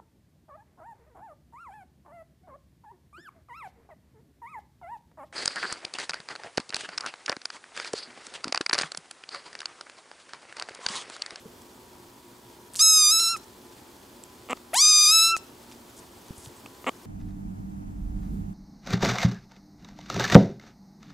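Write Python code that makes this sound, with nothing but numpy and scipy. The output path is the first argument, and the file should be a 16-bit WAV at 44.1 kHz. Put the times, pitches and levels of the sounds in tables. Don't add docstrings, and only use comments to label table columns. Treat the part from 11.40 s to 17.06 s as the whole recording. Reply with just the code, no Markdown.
import sys
import numpy as np
from scipy import signal
from scipy.fft import rfft, irfft, next_fast_len
from scipy.io import wavfile
from scipy.ndimage import uniform_filter1d

SR = 44100
rng = np.random.default_rng(int(sys.argv[2]) if len(sys.argv) > 2 else 0)


def field_ratio(decibels):
    return 10 ** (np.asarray(decibels, dtype=float) / 20)


def generate_wav(signal):
    frames = np.transpose(np.atleast_2d(signal))
    scaled = np.clip(frames, -1, 1) * 32767
    pcm = np.round(scaled).astype(np.int16)
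    wavfile.write(sys.argv[1], SR, pcm)


N = 249466

# [t/s, level/dB]
DRAUGHT = [(0, -0.5), (.9, -2.5), (2.0, 0.1), (2.9, -1), (4.0, 0.26), (5.66, 0.9)]
# [t/s, half length/s, level/dB]
RUMBLE_DIP = (3.574, 0.11, -7.5)
# [f/Hz, level per Hz/dB]
VENT_SPECTRUM = [(15, -34), (40, -12), (80, -5.5), (150, -10.5), (240, -4.5), (380, -4.5), (500, -9),
                 (750, -11), (950, -13), (1300, -18), (2000, -28), (4000, -58)]
# [f/Hz, level per Hz/dB]
HISS_SPECTRUM = [(710, -50), (1200, -2), (1700, -3.5), (2150, -6), (2390, -5), (2610, -6.5), (3440, -3.5),
                 (3880, -6.5), (4380, -4.5), (5700, -7), (7490, -7), (10300, -10), (15100, -11.5),
                 (16000, -12), (16500, -40)]
# [f/Hz, width/Hz, level/dB]
MOTOR_LINES = [(122.2, 5.6, -67), (177, 3.7, -73), (235, 3.5, -64), (262.3, 7.1, -65), (353.8, 4.2, -59),
               (815, 4.6, -70), (882, 3.3, -67), (913, 8.9, -69.5), (962, 0.8, -68), (1002, 3.4, -67.5),
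               (1110, 3.5, -72.5)]
# [f/Hz, likeness from 0 to 1]
SIDE_LIKENESS = [(60, 0.99), (130, 0.93), (290, 0.95), (640, 0.58), (1410, 0.18), (3100, 0.6), (6820, 0.91),
                 (15000, 1.0)]
VENT_DB, HISS_DB = -53, -55.5
HISS_FOLLOWS = 0.63

# [t/s, peak level/dB, f/Hz, time to fall 60 dB/s]
BUMPS = [
    (0.056, -32.5, 192, 0.042),
    (.055, -39, 448, 0.095),
    (0.058, -50, 980, 0.036),
    (0.217, -59, 308, 0.051),
    (4.906, -10, 169, 0.0093),
    (4.978, -36, 90, .06),
    (5.07, -30.5, 121, 0.053),
    (5.252, -32, 254, 0.037),
]
# [f/Hz, level/dB, time to fall 60 dB/s]
CASING_MODES = [(292, -7.5, 0.013), (454, -2, 0.0067), (1040, -9.5, 0.0038), (1223, -4, 0.016),
                (2220, -0.5, 0.0055), (2760, -6.5, 0.0093)]
# [f/Hz, time to fall 60 dB/s]
CASING_TREBLE = (7530, 0.0031)
# [first slip t/s, letting go t/s, slip period/s, peak level/dB, letting go level/dB]
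CREAKS = [
    (3.0971, 3.1305, .004, -20, -12.5),
    (5.4657, 5.4927, .0038, -15, -12),
]
# [t/s, peak level/dB]
LONE_SLIPS = [
    (3.0888, -28.5),
    (3.1251, -17),
    (3.1318, -17),
    (3.1735, -37),
    (5.2614, -32),
    (5.4437, -29),
]
FIRST_SLIP_DB, SLIP_SPREAD_DB, SLIP_TREBLE_DB = -6, -0.2, -17
SLIP_JITTER = 0.038
HARD_SLIP_DB = -17

# [t/s, peak level/dB, f/Hz, time to fall 60 dB/s]
TICKS = [(0.2195, -33.5, 7950, 0.0026), (1.3363, -27.5, 8400, 0.0032), (1.3407, -39, 8350, 0.004),
         (1.344, -30, 9250, 0.0048), (1.3498, -29.5, 1800, 0.0029), (1.3553, -22.5, 4220, 0.0048),
         (1.3606, -17, 7600, 0.0031), (1.9645, -24, 2010, 0.0024), (2.8371, -30, 7750, 0.0086),
         (3.329, -44, 11120, 0.0034), (3.34, -21, 10700, 0.0043), (3.3446, -11, 10600, 0.005),
         (3.343, -14, 15000, .004), (3.9658, -16, 6300, 0.0019), (3.9672, -14.5, 1600, 0.0014),
         (4.3152, -36.5, 3015, 0.004), (4.3219, -38, 2600, 0.0029), (4.3231, -50, 2050, 0.004),
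         (4.8833, -40, 6150, 0.004), (5.06, -29, 3520, 0.0021)]
# [t/s, length/s, level/dB, # centre
# f/Hz, width/Hz]
PUFFS = [(1.358, 0.055, -34.5, 7000, 6060), (1.962, 0.018, -43, 7100, 6030),
         (2.035, 0.012, -54, 6960, 5000), (3.164, 0.017, -54.5, 3480, 5000),
         (3.967, 0.018, -38.5, 6300, 8000), (4.311, 0.021, -53, 5030, 5000),
         (4.563, 0.043, -50.5, 7000, 7000), (4.955, 0.06, -51.5, 8200, 6000),
         (5.007, 0.082, -51, 6100, 9000), (1.39, 0.0091, -29.5, 3420, 5000),
         (5.259, 0.0043, -43, 2440, 794), (5.16, 0.026, -58.5, 8000, 1500), (5.395, .05, -60, 13000, 2500)]

# [t/s, f/Hz]
FOLD_PITCH = [
    [(1.404, 1221), (1.428, 1327), (1.66, 1215), (1.702, 1230), (1.723, 1323), (1.78, 1304), (1.808, 1360),
     (1.875, 1337), (1.907, 1367)],
    [(3.465, 1232), (3.496, 1263), (3.534, 1232), (3.644, 1221), (3.693, 1238), (3.733, 1306), (3.89, 1342),
     (3.911, 1329), (3.927, 1366)],
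]
# [t/s, level/dB, mouth resonance f/Hz]
MEWS = [
    [(1.392, -22.5, 5400), (1.41, -14.5, 5500), (1.428, -14.5, 5770), (1.606, -15.5, 5360),
     (1.684, -17, 5220), (1.81, -21, 4780), (1.882, -22.5, 4800), (1.95, -27, 5100), (1.965, -39, 5200)],
    [(3.332, -37.5, 1880), (3.365, -22.5, 3600), (3.41, -15, 5500), (3.478, -14.5, 5520),
     (3.644, -15.5, 5210), (3.754, -16, 4630), (3.85, -17.5, 4530), (3.945, -25, 4790),
     (3.967, -34.5, 4960)],
]
# [scoop up from below/Hz, final droop/Hz, droop length/s, lips shut t/s]
CALL_ENDS = [
    (0, 144, 0.046, 1.959),
    (651.5, 113, 0.051, 3.942),
]
# [octave over fundamental/dB, throat squeezed t/s, squeeze level/dB,
# left-right at start/dB, left-right at end/dB]
CALL_COLOUR = [
    (-5, 1.44, -4.5, -1, -1.3),
    (-0.5, 3.488, -16.5, 1.5, 0.47),
]
# [t/s, slip/Hz, recovery/s, crackle level/dB]
CATCHES = [(1.432, -85.5, 0.0253, -52), (3.398, -19, 0.0061, -38), (1.8, -32, 0.0059, -29),
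           (1.825, -50, 0.0074, -41), (1.863, -29, 0.012, -40), (3.442, -29, 0.0099, -45),
           (3.451, -11, 0.0079, -29), (3.473, -38.5, 0.009, -35), (3.514, -18.5, 0.018, -46),
           (3.587, -28.5, 0.0096, -40), (3.653, -7, 0.006, -41), (3.794, -42, 0.013, -31)]
# [t/s, level/dB]
RASP = [(1.39, -24), (1.43, -29), (1.58, -25), (1.66, -28), (1.96, -25), (3.33, -16), (3.37, -22),
        (3.5, -19), (3.55, -22), (3.62, -16), (3.74, -22), (3.83, -23), (3.87, -36), (3.97, -30)]
# [f/Hz, width/Hz, level/dB]
UPPER_THROAT = [(7470, 2740, -9), (11340, 3100, -8.5)]
# [t/s, half length/s, rate/Hz, centre f/Hz, width/Hz]
RATTLE = (3.617, .018, 130, 8100, 710)
MOUTH_WIDTH = 0.67
CLOSING_S, SHUT_MOUTH_DB, SHUT_NOSE_DB, SHUT_OCTAVE_DB, SHUT_BRIGHT_DB = 0.11, -19.5, 16, -3, -6
FUNDAMENTAL_DB, WIDE_HZ, NARROW_DB_PER_KHZ, FUNDAMENTAL_TOP_DB = -20.5, 5500, 8.245, 5
NOSE_TRAP_HZ, NOSE_TRAP_WIDTH_HZ, NOSE_TRAP_DB = 1187, 21, -15
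BRIGHT_DB, SQUEEZE_S = -5.5, 0.13
SCOOP_S, SCOOP_FAST_SHARE, SCOOP_OCTAVE_DB = 0.097, 0.55, -9
PARTING_HZ, PARTING_WIDTH_HZ, PARTING_BRIGHT_DB = 273, 166, 25.5
SET_IN_PER_S = 20

ROOM_T60_S, ROOM_DB, WALL_CUT_HZ = 0.37, -25, 8000


def rms_one(x):
    return x / np.sqrt(np.mean(x ** 2) + 1e-20)


def in_time(rows, t):
    s, *columns = np.transpose(rows)
    return [np.interp(t, s, c) for c in columns]


def at_hz(points, hz):
    known_hz, value = np.array(points).T
    return np.interp(np.log(hz), np.log(known_hz), value)


def drift(rate, size=N):
    r = np.exp(-2 * np.pi * rate / SR)
    white = rng.standard_normal(size + 9000)
    return rms_one(signal.lfilter([1], [1, -2 * r, r * r], white)[9000:])


def resonate(x, hz, width_hz):
    r = np.exp(-np.pi * width_hz / SR)
    turn = np.cos(2 * np.pi * hz / SR)
    return signal.lfilter([1 - r * r, 0, r * r - 1], [2, -4 * r * turn, 2 * r * r], x)


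def pole(hz, centre_hz, width_hz):
    return 1j * hz * width_hz / (centre_hz ** 2 - hz ** 2 + 1j * hz * width_hz)


def ring(hz, t60, size=2048):
    t = np.arange(size) / SR
    return np.sin(2 * np.pi * hz * t) * field_ratio(-60 * t / t60)


def add(out, s, piece):
    i = round(s * SR)
    out[..., i:i + piece.shape[-1]] += piece[..., :N - i]


def stereo_noise(spectrum, patchy_db):
    hz = np.maximum(np.fft.rfftfreq(N, 1 / SR), 1)
    alike = np.clip(at_hz(SIDE_LIKENESS, hz), 0, 0.999)
    mid, side = rfft(rng.standard_normal((2, N))) * field_ratio(at_hz(spectrum, hz))
    both = np.sqrt(1 + alike) * mid + np.sqrt(1 - alike) * side * [[1], [-1]]
    stripe = np.cos(np.pi * np.log2(hz)) ** 2
    patches = [irfft(both * share, N) * field_ratio(patchy_db * drift(24)) for share in (stripe, 1 - stripe)]
    return rms_one(sum(patches))


def background():
    t = np.arange(N) / SR
    air_db, = in_time(DRAUGHT, t)
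    at, half, dip_db = RUMBLE_DIP
    vent_db = VENT_DB + air_db + dip_db * np.exp(-((t - at) / half) ** 2)
    hiss_db = HISS_DB + HISS_FOLLOWS * air_db
    white = rng.standard_normal(N)
    hum = sum(field_ratio(db) * rms_one(resonate(white, hz, width_hz)) for hz, width_hz, db in MOTOR_LINES)
    flutter = 1 + 0.08 * np.cos(2 * np.pi * 60 * t) + 0.06 * np.cos(2 * np.pi * 120 * t)
    vent = field_ratio(vent_db) * stereo_noise(VENT_SPECTRUM, 1.0)
    hiss = field_ratio(hiss_db) * flutter * stereo_noise(HISS_SPECTRUM, 1.0)
    return vent + hum + hiss


def slips():
    rows = list(LONE_SLIPS)
    count = np.arange(16)
    for start, end, period, peak_db, last_db in CREAKS:
        late, size = rng.standard_normal((2, 16))
        s = start + period * (count + SLIP_JITTER * late * (count > 0))
        db = peak_db + SLIP_SPREAD_DB * size + FIRST_SLIP_DB * (count == 0)
        run = list(zip(s, db))[:int((end - start) / period)]
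        rows += run + [(end, last_db)]
    return rows


def casing_rings():
    rings = np.zeros(2048)
    for k, (hz, db, t60) in enumerate(CASING_MODES):
        level_chance, pitch_chance = rng.standard_normal(2)
        sign = 1 if k < 2 else -1
        rings += sign * field_ratio(db + 1.5 * level_chance) * ring(hz * (1 + 0.04 * pitch_chance), t60)
    return rings / np.abs(rings).max()


def camera_body():
    body, direct = np.zeros(N), np.zeros(N)
    for s, peak_db in slips():
        way = np.sign(peak_db - HARD_SLIP_DB)
        add(body, s - 0.0002, way * field_ratio(peak_db) * casing_rings())
        treble_db = peak_db + SLIP_TREBLE_DB + 6.5 * rng.standard_normal()
        add(direct, s, field_ratio(treble_db) * ring(*CASING_TREBLE))
    for s, peak_db, hz, t60 in BUMPS:
        soft = 1 - np.exp(-np.arange(8192) / SR * hz * 3.0)
        push = field_ratio(peak_db) * soft * ring(hz, t60, size=8192)
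        add(direct, s, signal.lfilter(*signal.butter(2, 2 * hz, fs=SR), push))
    contact = signal.butter(3, [190, 3300], "band", fs=SR, output="sos")
    return signal.sosfilt(contact, body + 1e-18) + direct


def smacks(out):
    for s, peak_db, hz, t60 in TICKS:
        fall = field_ratio(-60 * np.arange(2048) / SR / t60)
        snap = resonate(rng.standard_normal(2048), 2500, 13000) * fall
        tick = signal.lfilter(*signal.butter(3, 13500, fs=SR), 0.6 * snap - ring(hz, t60))
        add(out, s, field_ratio(peak_db) * tick)


def puffs(out):
    for s, length, db, hz, width_hz in PUFFS:
        size = round(length * SR)
        air = resonate(resonate(rng.standard_normal(8192), hz, width_hz), hz, width_hz)
        dull = signal.butter(6, max(12000, hz + 1500), fs=SR, output="sos")
        lumpy = signal.sosfilt(dull, air)[:size] * field_ratio(2.5 * drift(90, size=size))
        swell = np.sin(np.pi * np.arange(size) / size) ** 0.48
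        add(out, s, field_ratio(db) * rms_one(lumpy) * swell)


def mew(rows, pitches, ends, colour):
    t = np.arange(rows[0][0], rows[-1][0], 1 / SR)
    size = len(t)
    effort_db, mouth_hz = in_time(rows, t)
    scoop_hz, droop_hz, droop_s, shut_s = ends
    over_db, squeeze_at, squeeze_db, pan_from_db, pan_to_db = colour

    left = np.maximum(1 - (t - t[0]) / SCOOP_S, 0)
    scoop = scoop_hz * (SCOOP_FAST_SHARE * left ** 3 + (1 - SCOOP_FAST_SHARE) * left)
    droop = droop_hz * np.maximum(1 - (t[-1] - t) / droop_s, 0) ** 2
    pitch = in_time(pitches, t)[0] - scoop - droop

    shut = np.clip(1 - (shut_s - t) / CLOSING_S, 0, 1) ** 1.52
    narrow_db = FUNDAMENTAL_DB + NARROW_DB_PER_KHZ * (WIDE_HZ - mouth_hz) / 1000
    low_db = effort_db + np.minimum(narrow_db, FUNDAMENTAL_TOP_DB) + SHUT_NOSE_DB * shut
    first_db = low_db + NOSE_TRAP_DB * np.exp(-((pitch - NOSE_TRAP_HZ) / NOSE_TRAP_WIDTH_HZ) ** 2)
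    octave_db = low_db + over_db + SHUT_OCTAVE_DB * shut + SCOOP_OCTAVE_DB * np.tanh((scoop / 170) ** 4)
    mouth_db = effort_db + SHUT_MOUTH_DB * shut ** 2.7
    squeeze = np.exp(-((t - squeeze_at) / SQUEEZE_S) ** 2)
    bright_db = BRIGHT_DB + SHUT_BRIGHT_DB * shut + squeeze_db * squeeze
    flare_db = PARTING_BRIGHT_DB * np.exp(-((scoop - PARTING_HZ) / PARTING_WIDTH_HZ) ** 2)

    loose = field_ratio(in_time(RASP, t)[0] + 1.5 * drift(30, size=size))
    crackle = np.zeros(size)
    for s, slip_hz, recovery, crackle_db in CATCHES:
        since = np.maximum(t - s, 0)
        set_in = 1 - np.exp(-since / (SET_IN_PER_S * recovery ** 2))
        pitch += slip_hz * set_in * np.exp(-since / recovery)
        crackle += field_ratio(crackle_db) * np.exp(-((t - s) / 0.0031) ** 2)
    jitter = 0.065 * drift(90, size=size) + 0.04 * drift(400, size=size)
    pitch *= 1 + 0.002 * drift(40, size=size) + loose * jitter
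    phase = 2 * np.pi * np.cumsum(uniform_filter1d(pitch, size=66)) / SR

    order = np.arange(3, 24)[:, None]
    hz = order * pitch
    mouth = pole(hz, mouth_hz, MOUTH_WIDTH * mouth_hz)
    upper = np.zeros(hz.shape)
    for centre_hz, width_hz, db in UPPER_THROAT:
        flare = flare_db * (centre_hz < 9000)
        upper += field_ratio(db + flare) * np.abs(pole(hz, centre_hz, width_hz)) ** 2
    top_fall = (1 / (1 + (hz / 12400) ** 22) + 0.058) * (hz < 16000)
    throat = (np.abs(mouth) ** 3 + field_ratio(bright_db) * upper) * top_fall
    throat /= np.sqrt(np.sum(throat ** 2, axis=0))
    at, half, rate_hz, centre_hz, width_hz = RATTLE
    depth = 1.2 * np.exp(-((t - at) / half) ** 4 - ((hz - centre_hz) / width_hz) ** 2)
    throat *= 1 - depth * np.cos(np.pi * rate_hz * t + 0.89 * drift(40.7, size=size)) ** 2

    lag = 0.35 * np.angle(mouth)
    slow = field_ratio(0.84 * np.array([drift(42, size=size) for k in order]))
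    shake = 1 + 0.8 * loose * np.array([drift(600, size=size) for k in order])
    voice = field_ratio(mouth_db) * np.sum(slow * shake * throat * np.cos(order * phase + lag), axis=0)
    voice += field_ratio(first_db) * np.cos(phase + 0.5) + field_ratio(octave_db) * np.cos(2 * phase + 0.5)

    white = rng.standard_normal(size) * (1 + 0.5 * np.cos(phase))
    air = rms_one(resonate(resonate(white, 6900, 4500), 6900, 4500) + 0.15 * resonate(white, 14000, 5700))
    air = signal.sosfilt(signal.butter(3, [3200, 12000], "band", fs=SR, output="sos"), air)
    low_air = rms_one(resonate(resonate(white, 3100, 3500), 3100, 3500))
    breath = 0.84 * field_ratio(mouth_db) * loose * air + crackle * (0.9 * air + 0.5 * low_air)

    edge = np.minimum(1, np.minimum(t - t[0], t[-1] - t) / 0.0011)
    pan_db = np.linspace(pan_from_db, pan_to_db, size)
    return (breath - np.sqrt(2) * voice) * edge * field_ratio(pan_db * np.array([[0.5], [-0.5]]))


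def kitten():
    out = np.zeros((2, N))
    smacks(out)
    puffs(out)
    for rows, pitches, ends, colour in zip(MEWS, FOLD_PITCH, CALL_ENDS, CALL_COLOUR):
        add(out, rows[0][0], mew(rows, pitches, ends, colour))
    return out


def room(x):
    t = np.arange(round(0.5 * SR)) / SR
    tail = rng.standard_normal((2, len(t))) * field_ratio(-60 * t / ROOM_T60_S) * (t > 0.004)
    tail = signal.lfilter(*signal.butter(2, WALL_CUT_HZ, fs=SR), tail)
    tail /= np.sqrt(np.sum(tail ** 2, axis=1, keepdims=True))
    return field_ratio(ROOM_DB) * signal.fftconvolve(x, tail, axes=1)[:, :N]


def port_shift(x, side_db):
    quarter_turn = signal.hilbert(x, next_fast_len(N))[..., :N].imag
    return x + field_ratio(side_db) * quarter_turn * [[1], [-1]]


def scene():
    cat = kitten()
    casing = port_shift(camera_body(), side_db=-18)
    return port_shift(cat, side_db=-24) + room(cat) + casing + background()


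def band_limit(x):
    return signal.sosfilt(signal.butter(12, 16830, fs=SR, output="sos"), x)


def record(dry):
    level = uniform_filter1d(np.mean(dry ** 2, axis=0), 4410)
    gain = 1 / (1 + np.sqrt(np.maximum(level, 0)) / 1.9)
    top_cut = signal.cheby2(14, 50, 16200, fs=SR, output="sos")
    mix = signal.sosfilt(top_cut, dry * gain)
    return band_limit(mix)


dry = scene()
out = record(dry)
generate_wav(out)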